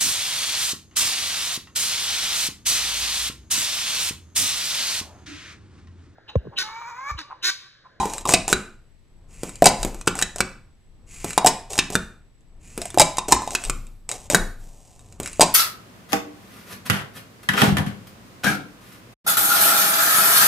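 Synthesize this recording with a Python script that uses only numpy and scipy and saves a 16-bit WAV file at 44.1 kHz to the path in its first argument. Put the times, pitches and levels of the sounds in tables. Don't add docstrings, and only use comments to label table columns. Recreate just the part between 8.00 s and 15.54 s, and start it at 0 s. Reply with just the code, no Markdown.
import sys
import numpy as np
from scipy import signal
from scipy.fft import rfft, irfft, next_fast_len
from scipy.io import wavfile

SR = 44100
rng = np.random.default_rng(int(sys.argv[2]) if len(sys.argv) > 2 else 0)


def materialize(psi):
    bounded = np.clip(np.atleast_2d(psi).T, -1, 1)
    quanta = np.round(bounded * 32767).astype(np.int16)
    wavfile.write(sys.argv[1], SR, quanta)


N = 332514
LEAD = SR // 10
TIME = (np.arange(next_fast_len(LEAD + N + 2000)) - LEAD) / SR
FREQS = np.fft.rfftfreq(len(TIME), 1 / SR)
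AGE = np.arange(4096) / SR
ATTACK = 265


def amp(db):
    return 10 ** (np.asarray(db) / 20)


def read(points, hz):
    table_hz, value = np.transpose(points)
    return np.interp(np.log(hz + 1), np.log(table_hz + 1), value)


def unit(x):
    return x / np.sqrt(np.mean(x ** 2) + 1e-20)


def struck(x):
    return x / np.sqrt(np.mean(x[:ATTACK] ** 2) + 1e-20)


def add(mix, start_s, sound):
    part = mix[max(0, LEAD + round(start_s * SR)):][:len(sound)]
    part += sound[:len(part)]


def colour(x, points):
    size = len(AGE)
    hz = abs(np.fft.fftfreq(size, 1 / SR))
    log_gain = np.log(amp(read(points, hz)))
    taps = np.fft.ifft(np.exp(np.conj(signal.hilbert(log_gain)))).real
    return signal.oaconvolve(x, taps[:size // 2])[:len(x)]


def noise(points):
    return unit(colour(rng.standard_normal(len(TIME)), points))


def ring(hz, t60, rise=0.00036):
    return np.sin(2 * np.pi * hz * AGE) * amp(-60 * AGE / t60) * (1 - np.exp(-AGE / rise))


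# frequency_hz, level_db
HISS_COLOUR = [(150, -29), (700, -38.5), (1800, -17), (4000, -22), (8000, -30), (12000, -32.5),
               (15000, -43)]


def hiss(hiss_db=-73, whine_db=-77, whine_hz=7880, whine_width_hz=60):
    band = np.exp(-.5 * ((FREQS - whine_hz) / whine_width_hz) ** 2)
    whine = unit(irfft(rfft(rng.standard_normal(len(TIME))) * band, len(TIME)))
    return amp(hiss_db) * noise(HISS_COLOUR) + amp(whine_db) * whine


# frequency_hz, t60_s
ROOM_T60 = [(100, .4), (400, 0.37), (1000, 0.4), (2000, 0.4), (4000, 0.4), (8000, 0.33), (14000, 0.45)]
# frequency_hz, level_db
ROOM_SEND = [(100, 0.5), (400, -9.5), (1000, -8), (2000, -6.5), (4000, -11), (8000, -12.5), (14000, -21)]
# frequency_hz, likeness (1 = the same)
ROOM_LIKENESS = [(100, .98), (600, .98), (1200, .88), (3000, .8), (8000, .65), (14000, .6)]


def tail(build_s=0.00067):
    hz, t, spectra = signal.stft(rng.standard_normal((2, SR * 2 // 3)), SR, nperseg=256)
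    same = np.clip(read(ROOM_LIKENESS, hz), -1, 1)[:, None]
    spectra[1] = same * spectra[0] + np.sqrt(1 - same ** 2) * spectra[1]
    t60 = read(ROOM_T60, hz)[:, None]
    even_energy = np.sqrt(2 * np.log(1000) / (t60 * SR))
    spectra *= amp(read(ROOM_SEND, hz)[:, None] - 60 * t / t60) * even_energy
    response = signal.istft(spectra, SR, nperseg=256)[1]
    return response * np.minimum(np.arange(response.shape[1]) / (build_s * SR), 1)


def room(x, echo_db=-12, count=3):
    delay = SR * (.0068 + .0002 * np.sin(2 * np.pi * 1.3 * TIME))
    source = np.arange(len(x)) - np.round(delay).astype(int)
    out = x + amp(echo_db) * x[np.maximum(source, 0)]
    for k in range(count):
        place = (TIME * 5 + k) % count
        share = np.sin(np.pi / 2 * np.minimum(place, 2))
        out = out + signal.oaconvolve((x * share)[None], tail(), axes=1)[:, :len(TIME)]
    return out


# frequency_hz, level_db
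RUMBLE_COLOUR = [(12, -11.5), (26, 5), (45, -9), (90, -10), (130, -13), (200, -19), (350, -25), (600, -31),
                 (1200, -36), (4000, -75.5)]
# start_s, level_db, pitch_hz, t60_s
SWAYS = [(1.791, -23, 31.18, 0.86), (5.653, -20.5, 27.2, 0.92), (6.385, -17.5, 26.94, 0.55),
         (6.58, -30, 25.7, 0.95)]
# frequency_hz, level_db
JUDDER_COLOUR = [(30, -3.5), (60, -1), (130, -3), (220, -9.5), (450, -24.5), (2000, -35)]


def table(rise=0.014, judder_db=-15, rumble_db=-42.5, rumble_fade_db_per_s=31.5):
    rest_s = np.min([abs(TIME - row[0]) for row in LANDINGS + NESTINGS + BUMPS], axis=0)
    out = amp(rumble_db - rumble_fade_db_per_s * rest_s) * noise(RUMBLE_COLOUR)
    t = np.arange(SR) / SR
    for start_s, db, hz, t60 in SWAYS:
        judder = amp(judder_db) * unit(colour(rng.standard_normal(SR), JUDDER_COLOUR))
        sway = np.sin(2 * np.pi * hz * t)
        add(out, start_s, amp(db - 60 * t / t60) * (1 - np.exp(-t / rise)) * (sway + judder))
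    return out


def friction(spread_db):
    slips_per_s = 5000
    size = amp(spread_db * np.minimum(rng.exponential(1, len(TIME)), 3))
    slips = rng.random(len(TIME)) < slips_per_s / SR
    return size * rng.standard_normal(len(TIME)) * slips


def stroke(length_s, db):
    return amp(db) * signal.windows.tukey(max(2, round(length_s * SR)), .25)


# start_s, pull_s, end_s, level_db (before the pull and the overall slide gain)
LIFTS = [(1.273, 1.47, 2.03, -51), (3.058, 3.29, 3.37, -44), (4.591, 4.843, 4.97, -50.5),
         (7.175, 7.257, 7.55, -46.5)]
# start_s, end_s, level_db
SCRAPES = [(0, 0.238, -40), (1.775, 1.903, -41), (5.279, 5.319, -29), (5.391, 5.708, -45.5),
           (6.085, 6.174, -36.5), (6.164, 6.283, -48), (6.555, 7.213, -57.5)]
# frequency_hz, level_db
SLIDE_COLOUR = [(200, -23), (1000, -10.5), (1700, -9), (2450, 2.5), (3500, -12), (4900, -6.5), (5800, -6),
                (7000, 2), (7900, 3), (8500, -6.5), (9500, -2.5), (11000, -17), (14000, -19.5)]
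# frequency_hz, level_db
SCRAPE_COLOUR = [(150, -8.5), (350, -4), (700, 4), (1100, -5.5), (1500, -21.5), (2500, -10.5), (4300, -13),
                 (6000, -6), (8000, -3), (9300, -9), (11000, -18), (14000, -20)]


def rubbing(slide_gain_db=-1, rise_s=.09, pull_width_s=0.032, pull_db=9.5, graze_s=.035, graze_db=-19):
    speed, pressure = np.zeros((2, len(TIME)))
    for start_s, pull_s, end_s, db in LIFTS:
        surge = np.exp(-.5 * ((TIME - pull_s) / pull_width_s) ** 2)
        fade_in = np.clip((TIME - start_s) / rise_s, 0, 1)
        speed += amp(db + pull_db * surge) * fade_in * (TIME < end_s)
    for start_s, end_s, db in SCRAPES:
        add(pressure, start_s, stroke(end_s - start_s, db))
    for seated_s, *_, length_s, db in NESTINGS:
        add(pressure, seated_s - length_s, stroke(length_s, db))
    for start_s, db, *_ in CLACKS:
        add(pressure, start_s, stroke(graze_s, db + graze_db))
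    slide = unit(colour(friction(spread_db=1.0), SLIDE_COLOUR))
    scrape = unit(colour(friction(spread_db=5), SCRAPE_COLOUR))
    return amp(slide_gain_db) * speed * slide + pressure * scrape


# frequency_hz, level_db
THUD_COLOUR = [(25, -23.5), (60, -3), (110, -11.5), (180, 0.5), (260, -2), (350, -0.5), (520, -4.5),
               (900, -9.5), (2000, -24.5)]
# pitch_hz, level_db, t60_s
TABLE_TOP = [(159, -3, 0.024), (234, -2.5, 0.24), (350, -15, 0.099), (371, -3.5, 0.54), (544.3, -9.5, 0.18)]


def thud(shudder=0.07, t60=0.036, top_db=-14):
    push = shudder * rng.standard_normal(len(AGE)) * amp(-60 * AGE / t60)
    push[0] += 1
    top = sum(amp(db) * ring(hz, decay, rise=0.0015) for hz, db, decay in TABLE_TOP)
    fade_out = 1 - (AGE / AGE[-1]) ** 2
    return struck(colour(push, THUD_COLOUR)) + amp(top_db) * top * fade_out


def hollow(hz, cycles=14, upper_db=-8, lower_db=-9):
    air = ring(hz, cycles / hz, rise=0.00044)
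    for ratio, db in ((1.1, upper_db), (.88, lower_db)):
        neighbour_hz = hz * ratio * rng.uniform(.97, 1.03)
        air = air + rng.choice([-1, 1]) * amp(db) * ring(neighbour_hz, cycles / hz)
    return struck(air)


def standing(air_hz, hz=1015, db=-19, t60=0.39, best_hz=900, octaves=0.29):
    t = np.arange(SR // 3) / SR
    nearness = np.exp(-.5 * (np.log2(air_hz / best_hz) / octaves) ** 2)
    pitch_hz = hz * rng.uniform(.97, 1.03)
    return nearness * amp(db - 60 * t / t60) * np.sin(2 * np.pi * pitch_hz * t)


# pitch_hz, level_db, t60_s
WALL_MODES = [(2000, -13, 0.013), (2120, -10.5, 0.028), (2370, -4, 0.07), (2502, 2, 0.025),
              (2677, -2, 0.054), (2930, -3.5, 0.027), (3540, -5.5, 0.0068), (3420, -8.5, 0.0049),
              (3870, 0.5, 0.05), (4030, -14, 0.011), (4985, 10.5, 0.014), (5800, -8.5, 0.0057)]
# frequency_hz, level_db
CLATTER_COLOUR = [(400, -25.5), (1100, -10.5), (1800, -2), (3000, 1), (4000, 3.5), (5200, 4), (7000, 2),
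                  (14000, -33)]


def wall(focus_hz, focus_db=8, octaves=.14, scatter_db=2.5, clatter_db=0, clatter_t60=0.036, sustain=0.85):
    modes = np.zeros(len(AGE))
    for (hz, db, t60), (size, shift, side) in zip(WALL_MODES, rng.standard_normal((len(WALL_MODES), 3))):
        favour_db = focus_db * np.exp(-.5 * (np.log2(hz / focus_hz) / octaves) ** 2)
        gripped_hz = hz * (1 + .028 * shift)
        gain = np.sign(side) * amp(db + favour_db + scatter_db * size)
        modes += gain * ring(gripped_hz, t60 * sustain, rise=0.0015)
    clatter = colour(rng.standard_normal(len(AGE)) * amp(-60 * AGE / clatter_t60), CLATTER_COLOUR)
    return struck(struck(modes) + amp(clatter_db) * struck(clatter))


# frequency_hz, level_db
CRACK_COLOUR = [(300, -16.5), (1200, -2.5), (2500, -6.5), (4300, -17), (5800, -8), (6900, 1.5), (8100, 6),
                (9200, -2), (11000, -9.5), (14000, -23)]


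def crack(t60=0.013, chatter_db=-19, chatter_t60=0.061, snap=3.0):
    fade = amp(-60 * AGE / t60) + amp(chatter_db - 60 * AGE / chatter_t60)
    contact = rng.standard_normal(len(AGE)) * fade
    contact[0] = snap
    return struck(colour(contact, CRACK_COLOUR))


def knock(thud_db, air_db, air_hz, wall_db, wall_ring, crack_db):
    out = amp(air_db) * standing(air_hz)
    blow = amp(thud_db) * thud() + amp(air_db) * hollow(air_hz)
    blow += amp(wall_db) * wall_ring + amp(crack_db) * crack()
    out[:len(AGE)] += blow
    return out


# start_s, level_db (of the rim crack)
TICKS = [(0.0987, -35), (0.1362, -28), (0.1818, -27.5), (0.4903, -26), (1.4935, -36), (1.5565, -38),
         (2.0128, -34.5), (2.1901, -22.5), (2.215, -23), (2.3837, -31), (3.3064, -31.5), (3.332, -30.5),
         (3.7329, -29.5), (3.7556, -33), (4.408, -66), (4.9036, -35), (5.1709, -28.5), (5.5073, -30.5),
         (5.6388, -28.5), (5.6505, -28), (5.8687, -48.5), (6.0913, -25.5), (6.1152, -23.5), (6.9935, -49.5),
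         (7.1248, -48), (7.2324, -32.5), (7.2599, -29), (7.2752, -30.5), (7.331, -35.5)]


def tick(db, wall_db=-8):
    focus_hz = rng.uniform(2500, 4000)
    return amp(db) * crack(t60=0.0051) + amp(db + wall_db) * wall(focus_hz)


# start_s, level_db (of the thud)
BUMPS = [(0.056, -26), (0.5, -27.5), (1.4336, -25.5), (1.849, -20.5), (1.9458, -35.5), (3.2449, -23.5),
         (3.903, -29), (4.7775, -25.5), (4.9442, -31), (5.2852, -24.5), (6.3346, -23), (6.37, -26),
         (7.2008, -26)]
# frequency_hz, level_db
SCUFF_COLOUR = [(60, -5.5), (120, -7.5), (200, -8.5), (330, 2), (600, -3.5), (1100, -11), (3000, -27)]


def bump(db, air_db=-10, air_hz=430, wall_db=-17, crack_db=-6, scuff_db=-12, scuff_t60=0.32):
    pitch_hz = air_hz * rng.uniform(.8, 1.2)
    wall_ring = wall(focus_hz=2450, focus_db=5.5)
    out = knock(db, db + air_db, pitch_hz, db + wall_db, wall_ring, db + crack_db)
    t = np.arange(len(out)) / SR
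    scuff = unit(colour(rng.standard_normal(len(out)), SCUFF_COLOUR))
    return out + amp(db + scuff_db - 60 * t / scuff_t60) * scuff


# seated_s, crack_db, air_pop_db, air_pitch_hz, wall_db,
# favoured_wall_pitch_hz, slide_length_s (just before seating), slide_db
NESTINGS = [(0.3376, -8.5, -13.5, 710, -9.5, 1921, 0.068, -25),
            (0.5279, -13.5, -13.5, 1462, -15.5, 3860, 0.035, -27),
            (2.0759, -17.5, -15.5, 1392, -18.5, 2950, .02, -49),
            (2.2242, -15.5, -25, 1767, -18.5, 4050, 0.061, -35.5),
            (2.4053, -18, -18, 1461, -18.5, 2200, 0.017, -37.5),
            (3.789, -16.5, -19.5, 1780, -11.5, 2650, 0.095, -33.5),
            (3.9535, -19, -16, 1510, -20, 3960, 0.035, -33),
            (5.5505, -19, -29, 1682, -18, 2500, 0.036, -39.5),
            (5.6975, -19.5, -28.5, 1364, -28, 2150, 0.088, -46),
            (6.3467, -9.5, -10, 1580, -15.5, 3950, 0.048, -30)]


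def nesting(crack_db, air_db, air_hz, wall_db, focus_hz, slide_length_s, slide_db, low_t60=.1, low_db=-20):
    walls = wall(focus_hz, focus_db=10, octaves=0.13, clatter_db=-0.5, sustain=0.73)
    low_hz = slide_db
    walls = walls + amp(low_db) * ring(low_hz, low_t60)
    thud_db = air_db + slide_length_s
    return knock(thud_db, air_db, air_hz, wall_db, walls, crack_db)


# start_s, crack_db, wall_db, air_pitch_hz
CLACKS = [(0.2915, -15.5, -28, 925), (0.309, -27, -31, 1026), (0.323, -27, -24.5, 1120),
          (0.3445, -18, -15, 645), (0.4799, -20, -32, 820), (1.6426, -16, -22, 771), (1.6571, -8, -13, 810),
          (1.659, -8, -19, 840), (1.6685, -14, -9.5, 690), (2.0725, -22.5, -41, 1560),
          (2.1535, -30, -41.5, 808), (2.36, -30, -42.5, 640), (3.4618, -11.5, -27, 879),
          (3.4686, -9.5, -12, 895), (3.473, -12.5, -17.5, 926), (3.7791, -24.5, -25, 853),
          (4.8169, -28, -32, 665), (4.8554, -29.5, -46, 711), (4.9847, -19.5, -20.5, 790),
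          (4.9969, -4.5, -10, 830), (5.004, -9, -14.5, 890), (5.3222, -6.5, -11, 981),
          (6.3003, -18.5, -29, 592), (7.4085, -10, -11.5, 891), (7.4139, -6.5, -8.5, 893)]
# crack_db, favoured_wall_pitch_hz
CONTACT = [(-25, 5300), (-17.5, 8400), (-13.5, 4900)]


def clack(db, wall_db, air_hz, thud_db=-11, air_db=-4.5):
    focus_hz = np.interp(db, *np.transpose(CONTACT))
    return knock(db + thud_db, db + air_db, air_hz, wall_db, wall(focus_hz, focus_db=13), db)


# start_s, hollow_knock_db, air_pitch_hz, crack_db
LANDINGS = [(-0.035, -1, 893, -9), (0.0317, -25.5, 920, -55), (0.2539, -20.5, 1107, -31.5),
            (0.262, -22, 960, -40), (1.6223, -2, 673.5, -26), (1.6645, -4, 733, -14),
            (1.83, -27.5, 833, -24), (3.3779, -9.5, 822, -15), (3.4466, -7.5, 730, -28.5),
            (4.9751, -11, 706, -36), (5.0098, -15.5, 765, -22.5), (5.0156, -11.5, 630, -11.5),
            (5.1837, -18, 1014, -21), (5.3156, -22, 940, -29), (5.3258, -6.5, 930, -17.5),
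            (5.4202, -29, 920, -40), (5.4758, -25, 818, -34), (7.396, -11.5, 667, -29.5),
            (7.4212, -9.5, 930, -16.5), (7.43, -13.5, 680, -18.5)]


def landing(db, air_hz, crack_db, thud_db=-11, wall_db=-3):
    wall_ring = wall(focus_hz=3850, focus_db=4)
    return knock(db + thud_db, db, air_hz, crack_db + wall_db, wall_ring, crack_db)


def cups():
    out = np.zeros(len(TIME))
    blows = ((LANDINGS, landing), (CLACKS, clack), (NESTINGS, nesting), (BUMPS, bump), (TICKS, tick))
    for rows, sound in blows:
        for start_s, *how in rows:
            add(out, start_s, sound(*how))
    return out


# frequency_hz, phase_radians
PORT_PHASE = [(50, 0), (700, -.02), (3000, -.2), (6500, -.4), (8700, -.68), (11300, -.6), (14000, -.4)]
# frequency_hz, left_minus_right_db
PORT_BALANCE = [(30, 3), (70, .8), (200, 0), (700, 0), (1400, -.6), (3000, -.8), (8000, .6), (14000, -.6)]


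def scene(apart_hiss_db=-75, apart_rumble_db=-60):
    sound = room(cups() + rubbing()) + table() + hiss()
    side = np.array([[.5], [-.5]])
    ports = amp(side * read(PORT_BALANCE, FREQS)) * np.exp(1j * side * read(PORT_PHASE, FREQS))
    apart = amp(apart_hiss_db) * noise(HISS_COLOUR) + amp(apart_rumble_db) * noise(RUMBLE_COLOUR)
    heard = irfft(rfft(sound) * ports, len(TIME)) + 2 * side * apart
    return heard[:, LEAD:LEAD + N]


def record(dry, edge_hz=14500):
    clipped = dry / (1 + dry ** 8) ** (1 / 8)
    low_pass = signal.firwin(255, edge_hz, window=("kaiser", 8), fs=SR)
    return signal.oaconvolve(clipped, low_pass[None], "same")


dry = scene()
out = record(dry)
materialize(out)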